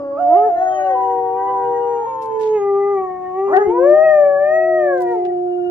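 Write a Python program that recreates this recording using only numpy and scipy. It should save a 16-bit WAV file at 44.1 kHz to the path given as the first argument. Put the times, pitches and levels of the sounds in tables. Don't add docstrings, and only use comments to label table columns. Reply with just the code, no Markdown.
import sys
import numpy as np
from scipy import signal
from scipy.fft import rfft, irfft
from scipy.io import wavfile
from scipy.ndimage import uniform_filter1d

SR = 44100
rng = np.random.default_rng(int(sys.argv[2]) if len(sys.argv) > 2 else 0)


def master(y):
    cut = np.clip(np.atleast_2d(y).T, -1, 1)
    pcm = np.round(cut * 32767)
    wavfile.write(sys.argv[1], SR, pcm.astype(np.int16))


N = 251370
T = np.arange(N) / SR
SIDES = np.array([[1], [-1]])

# start_s, pitch_hz, level_db, mouth_db (second harmonic over fundamental)
LOW_FIRST_HOWL = [(0, 286.4, -25, 8.5), (.09, 277.5, -23.5, 13), (.27, 288.5, -24.5, 10),
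                  (.335, 329.9, -17.5, 9.5), (.375, 408, -20, -3), (.47, 443, -22, -10.5),
                  (.52, 340.3, -27, 19), (.62, 370, -15.5, 21), (1.03, 383.7, -18.5, 10.5),
                  (1.29, 379.9, -21.5, 9), (1.45, 388.9, -22, 9), (1.68, 391.7, -22.5, 8.5),
                  (1.98, 404, -26.5, 12), (2.05, 429, -26, 12.5), (2.075, 523.3, -32, 1),
                  (2.25, 518, -30.5, 8.5), (2.47, 488, -33.5, 9.5), (2.58, 485, -40, 7.5)]
LOW_SECOND_HOWL = [(3.47, 242.4, -43.5, -0.5), (3.5, 278.1, -32.5, 4.5), (3.52, 315.7, -25, 2.5),
                   (3.538, 369.6, -13.5, 7), (3.57, 375.3, -9.5, 5), (3.59, 422.7, -16.5, -7),
                   (3.65, 413.3, -23.5, -7.5), (3.672, 368, -18.5, -14.5), (3.692, 356, -14.5, -20.5),
                   (3.74, 348.6, -20, -16), (3.82, 355.3, -16.5, -13.5), (3.925, 355.5, -15.5, -14),
                   (3.96, 386.7, -24.5, 5.5), (4.1, 381.8, -24, 17), (4.43, 380.4, -27, 14.5),
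                   (4.55, 372, -23, 6.5), (4.73, 359.9, -22, -5), (5.05, 358.8, -18.5, -5),
                   (5.7, 356.1, -24, -3.5)]
# start_s, pitch_hz, level_db
HIGH_LONG_HOWL = [(.125, 559, -28), (.16, 563, -32.5), (.205, 722, -18.5), (.35, 701, -8),
                  (.455, 719, -14.5), (.7, 642, -25), (.9, 552, -23), (.96, 497, -24), (1.1, 482, -20),
                  (1.3, 471, -25), (1.5, 498, -22), (1.68, 478, -20.5), (1.92, 475, -21), (2.1, 457, -24),
                  (2.28, 443, -26), (2.55, 430, -15.5), (2.605, 403, -17.5), (2.76, 397, -14.5),
                  (2.92, 403, -16), (2.98, 383.2, -17.5), (3.08, 370, -25), (3.19, 367, -29),
                  (3.335, 369, -26.5), (3.395, 385, -17.5), (3.46, 396, -18), (3.59, 394, -17),
                  (3.68, 419, -18), (3.74, 478, -22.5), (3.8, 507, -15), (3.87, 578, -10.5),
                  (3.93, 602, -9), (4.05, 636, -10.5), (4.2, 591, -10), (4.26, 575, -11.5),
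                  (4.37, 567, -13), (4.46, 595, -15), (4.56, 639, -13.5), (4.68, 645, -16),
                  (4.78, 632, -14.5), (4.96, 531, -19), (5.04, 483, -37), (5.125, 472, -24.5),
                  (5.2, 405, -31), (5.32, 378, -33)]
# pitch_hz, mouth_db (second harmonic over fundamental)
HIGH_MOUTH_BY_PITCH = [(368, 1), (384, -5.5), (398, -11), (435, -11.5), (452, 13.5), (475, -4.5), (494, 12),
                       (515, -22.5), (555, -12), (575, -23), (635, -21.5), (705, -44)]
# freq_hz, gain_db (relative)
LOW_THROAT_COLOUR = [(1100, 22.5), (1550, -3.5), (1900, -2), (2250, -38.5), (2850, -9.5), (3300, -39),
                     (3800, -35), (4300, -46), (4800, -32), (5500, -46), (9000, -57.5)]
HIGH_THROAT_COLOUR = [(1550, -10.5), (1950, 6.5), (2450, -9), (3000, -9.5), (3500, -20.5), (4100, -26.5),
                      (4700, -43.5), (5300, -35.5), (6000, -16.5), (6500, -9.5), (7000, -35.5),
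                      (11500, -57)]
# start_s, third_db and upper_db (against howl level), press_db (lift above about 2.5 kHz)
LOW_BRIGHTNESS = [(0, -15.5, -16, 3.5), (0.301, -18.5, -20, 6), (.43, -10.5, -31.5, -2),
                  (.52, -31.5, -21.5, -8), (0.701, -27.5, -22, -7.5), (1.3, -24, -29.5, -14.5),
                  (2.001, -24.5, -27.5, -2.5), (2.15, -32, -34.5, -0.5), (2.55, -26.5, -33, -3.5),
                  (3.495, 11, 5.5, -19), (3.525, -5, -10, -20), (3.55, -18.5, -16, -15.5),
                  (3.62, -11.5, -16, -18), (3.69, -38.5, -39, 0.5), (4.1, -34.5, -43.5, 6),
                  (4.802, -49.5, -45, 8.5), (5.3, -45.5, -41.5, 11.5), (5.7, -43, -31.5, 15)]
HIGH_BRIGHTNESS = [(.15, -55, -34, -8), (0.352, -47, -56.5, -6), (.7, -33.5, -50.5, 23),
                   (.97, -39.5, -35.5, 8.5), (1.201, -47, -39, 7), (1.599, -33, -32, -0.5),
                   (2.1, -31.5, -33.5, 7), (2.48, -41.5, -39.5, 4), (2.58, -25, -24.5, -6),
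                   (2.701, -19.5, -33.5, -7.5), (3.251, -9, -25, -9), (3.42, -12.5, -30.5, -3),
                   (3.75, -26.5, -30.5, -5.5), (3.929, -19, -39, -14.5), (4.09, -15, -27.5, -20),
                   (4.299, -19, -44.5, -11.5), (4.55, -12.5, -27, -17), (4.72, -26.5, -38.5, -15.5),
                   (4.93, -9.5, -32, -12.5), (5.04, -16.5, -8.5, -10.5), (5.13, -19.5, -19, -13),
                   (5.32, -36.5, -26.5, -15.5)]
# start_s, fundamental_pan_db, second_pan_db (left minus right)
LOW_PLACE = [(0, 0.5, 1), (0.648, 11, 4), (1.2, -2.5, 5), (2.3, -15, 2), (3.551, 2.5, 9), (3.8, 8.5, 13),
             (4.101, -17.5, 1), (4.801, -1, 10), (5.199, -3.5, 9), (5.7, -18.5, 6)]
HIGH_PLACE = [(.3, -6, -1.5), (0.999, 3, 3), (2.002, 11, 0), (2.35, -15, 3.5), (2.619, 3, -2.5),
              (2.999, 0.5, 5.5), (3.25, -7.5, 12.5), (3.45, 0.5, 5), (3.801, 6.5, -0.5), (4.9, 4.5, -0.5),
              (5.4, -2.5, 2.5)]
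# start_s, freq_hz, level_db (sine peak)
MOAN_WHISTLE = [(0, 5010, -64), (.08, 4640, -79.5), (.27, 4980, -70.5), (.6, 4830, -110)]
# start_s, length_s, level_db (before swell), treble_slope (1.68 dB per octave each)
RUSTLE_EVENTS = [(2.211, 0.071, -56.5, -6), (2.392, 0.061, -53, -11), (2.42, 0.098, -51, -15.5),
                 (4.972, 0.02, -57.5, -10), (5.002, 0.042, -53.5, -2.5), (5.039, 0.21, -67.5, -10.5),
                 (5.249, 0.024, -52, -19)]
# (per Hz, relative)
VILLAGE_SPECTRUM = [(20, -32.5), (45, -6.5), (75, -3), (130, -4), (220, -3.5), (320, -0.5), (550, -9),
                    (1000, -14.5), (2000, -30), (3500, -42), (6000, -40.5), (8000, -47.5), (15000, -51.5)]
# start_s, freq_hz, level_db (sine peak)
ENGINE_DRONE = [(1, 130.9, -63.5), (1.4, 133.2, -49), (2.3, 128, -52), (2.7, 176.1, -50.5),
                (4.3, 173.3, -50.5), (4.7, 156, -54.5)]
# start_s, freq_hz, level_db (sine peak)
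DISTANT_TONE = [(.7, 319, -43), (2.6, 325.7, -45.5), (3.1, 314, -63.5)]

GLIDE_ROUGH_DB, CATCH_ROUGH_DB, CATCH_S, FALTER_DB = -38, -15.5, 0.051, -58.5
START_MOUTH_DB, ROUNDING_S = 1, 0.1
THUD_S, THUD_HZ, THUD_DB, THUD_DECAY_S = 3.668, 94, -27.5, 0.02
VILLAGE_DB = -48.5
TOP_HZ = 15600


def low_dog():
    first = howl(LOW_FIRST_HOWL, curves(LOW_FIRST_HOWL)[2], LOW_BRIGHTNESS, LOW_PLACE, LOW_THROAT_COLOUR,
                 held_rough_db=-45.5, lead_ms=0.16, jitter_ratio=0.003, air_db=3.5, fade_s=0.0067)
    second = howl(LOW_SECOND_HOWL, curves(LOW_SECOND_HOWL)[2], LOW_BRIGHTNESS, LOW_PLACE, LOW_THROAT_COLOUR,
                  held_rough_db=-44, lead_ms=-0.19, jitter_ratio=0.0041, air_db=0, fade_s=0.019)
    return first + second + drone(MOAN_WHISTLE, waver_ratio=.002)


def high_dog():
    pitch_hz = curves(HIGH_LONG_HOWL)[0]
    by_pitch_db = 20 * np.log10(colour(pitch_hz, HIGH_MOUTH_BY_PITCH))
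    wide = np.exp(-((T - HIGH_LONG_HOWL[0][0]) / ROUNDING_S) ** 2)
    mouth_db = wide * START_MOUTH_DB + (1 - wide) * by_pitch_db
    return howl(HIGH_LONG_HOWL, mouth_db, HIGH_BRIGHTNESS, HIGH_PLACE, HIGH_THROAT_COLOUR,
                held_rough_db=-46, lead_ms=-0.069, jitter_ratio=.002, air_db=-10.5, fade_s=0.049)


def howl(rows, mouth_db, brightness, place, throat, held_rough_db, lead_ms, jitter_ratio, air_db, fade_s):
    pitch_hz, level_db = curves(rows)[:2]
    third_db, upper_db, press_db = curves(brightness)
    start_s, end_s = rows[0][0], rows[-1][0]
    rough = hoarseness(pitch_hz, level_db, start_s, held_rough_db)

    wavering_hz = pitch_hz * (1 + jitter_ratio * flutter(35))
    phase = 2 * np.pi * np.cumsum(wavering_hz) / SR + .45 * rough * flutter(130)
    fade_in = np.clip((T - start_s) / fade_s + .5, 0, 1)
    fade_out = np.clip((end_s - T) / fade_s + 1, 0, 1)
    strength = fade_in * fade_out * undb(level_db) * (1 + 0.63 * rough * flutter(130))

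    first = 1 / np.hypot(1, undb(mouth_db))
    second = first * undb(mouth_db)
    third = undb(third_db + 3.3 * flutter(4.9))
    low = [first, second, third]
    throat_power = sum(colour(k * pitch_hz, throat) ** 2 for k in (4, 5, 6))
    upper = undb(upper_db) / np.sqrt(throat_power)

    pans = [undb(SIDES / 2 * db) for db in curves(place)]
    phase = phase + 2 * np.pi * pitch_hz * SIDES / 2 * lead_ms / 10 ** 3
    voice = np.zeros((2, N))
    for k in range(1, 21):
        if k <= 3:
            size = low[k - 1]
        else:
            press = undb(press_db * np.clip((k * pitch_hz - 2300) / 600, 0, 1))
            size = upper * colour(k * pitch_hz, throat) * press
            size = size * undb(4.5 * flutter(13) - .7)
        pan = pans[k - 1] if k <= 2 else 1
        voice += np.sqrt(2) * size * np.sin(k * phase) * pan
    breath = undb(air_db) * rough * np.hypot(third, upper) * glottal_air(phase, throat)
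    return strength * (voice + breath)


def hoarseness(pitch_hz, level_db, start_s, held_db):
    glide_oct_per_s = uniform_filter1d(np.abs(np.gradient(np.log2(pitch_hz))) * SR, size=1300)
    catch = np.exp(-np.maximum(T - start_s, 0) / CATCH_S)
    falter = undb(FALTER_DB - level_db)
    return undb(held_db) + undb(GLIDE_ROUGH_DB) * glide_oct_per_s + undb(CATCH_ROUGH_DB) * catch + falter


def glottal_air(phase, throat):
    def spectrum(f):
        band = f ** 2 / (f ** 2 + 600 ** 2) / (1 + (f / 2500) ** 4)
        return colour(f, throat) * band
    return noise(spectrum) * (1 + 0.23 * np.cos(phase))


def garden(x, wet_db, t60_s, dull_hz):
    t = T[:SR]
    onset = np.clip((t - .006) / 0.0079, 0, 1)
    tail = rng.standard_normal((2, SR)) * undb(-60 * t / t60_s) * onset
    tail = tail / np.sqrt(np.sum(tail ** 2) / 2)
    tail = signal.sosfilt(signal.butter(1, dull_hz, fs=SR, output="sos"), tail)
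    return undb(wet_db) * signal.fftconvolve(x[::-1], tail, axes=1)[:, :N]


def rustles(low_hz, grain_db):
    out = np.zeros((2, N))
    for start_s, length_s, level_db, treble_slope in RUSTLE_EVENTS:
        u = np.clip((T - start_s) / length_s, 0, 1)
        swell = np.sqrt(u) * (1 - u) * 3.2 * undb(grain_db * flutter(200))

        def spectrum(f):
            slope = undb(treble_slope * np.log2(1 + f / low_hz) * 1.68)
            return slope * f ** 3 / (f ** 3 + low_hz ** 3)

        wide_noise = 0.7 * noise(spectrum) + 0.77 * noise(spectrum) * SIDES
        out += undb(level_db) * swell * wide_noise
    return out


def thud():
    t = np.maximum(T - THUD_S, 0)
    body = np.sin(2 * np.pi * THUD_HZ * t) + .5 * flutter(155)
    return undb(THUD_DB) * body * (1 - np.exp(-t / 0.0032)) * np.exp(-t / THUD_DECAY_S)


def village(side_db):
    mid, side = (noise(lambda f: colour(f, VILLAGE_SPECTRUM)) for _ in range(2))
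    hum = undb(VILLAGE_DB) * (mid + undb(side_db) * side * SIDES)
    return hum + drone(ENGINE_DRONE, waver_ratio=0.0046) + drone(DISTANT_TONE, waver_ratio=.008)


def drone(rows, waver_ratio):
    freq_hz, level_db = curves(rows)
    strength = undb(level_db + 2.7 * flutter(6))
    wavering_hz = freq_hz * (1 + waver_ratio * flutter(13))
    return strength * np.sin(2 * np.pi * np.cumsum(wavering_hz) / SR)


def undb(db):
    return 10 ** (np.asarray(db) / 20)


def unit(x):
    return x / np.sqrt(np.mean(x ** 2))


def curves(rows):
    s, *columns = np.transpose(rows)
    return [np.interp(T, s, c) for c in columns]


def colour(hz, points):
    f, db = np.transpose(points)
    return undb(np.interp(np.log(hz + 1), np.log(f), db))


def noise(gain):
    freq_hz = np.arange(N // 2 + 1) * SR / N
    return unit(irfft(rfft(rng.standard_normal(N)) * gain(freq_hz), N))


def flutter(hz):
    return noise(lambda f: 1 / (1 + (f / hz) ** 2))


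def scene():
    dogs = low_dog() + high_dog()
    echoes = garden(dogs, wet_db=-12, t60_s=.4, dull_hz=4000)
    return dogs + echoes + rustles(low_hz=2800, grain_db=-4.5) + thud() + village(side_db=-7.5)


def record(dry):
    clipped = np.clip(dry, -.97, .97)
    return signal.sosfilt(signal.ellip(8, .2, 70, TOP_HZ, fs=SR, output="sos"), clipped)


dry = scene()
out = record(dry)
master(out)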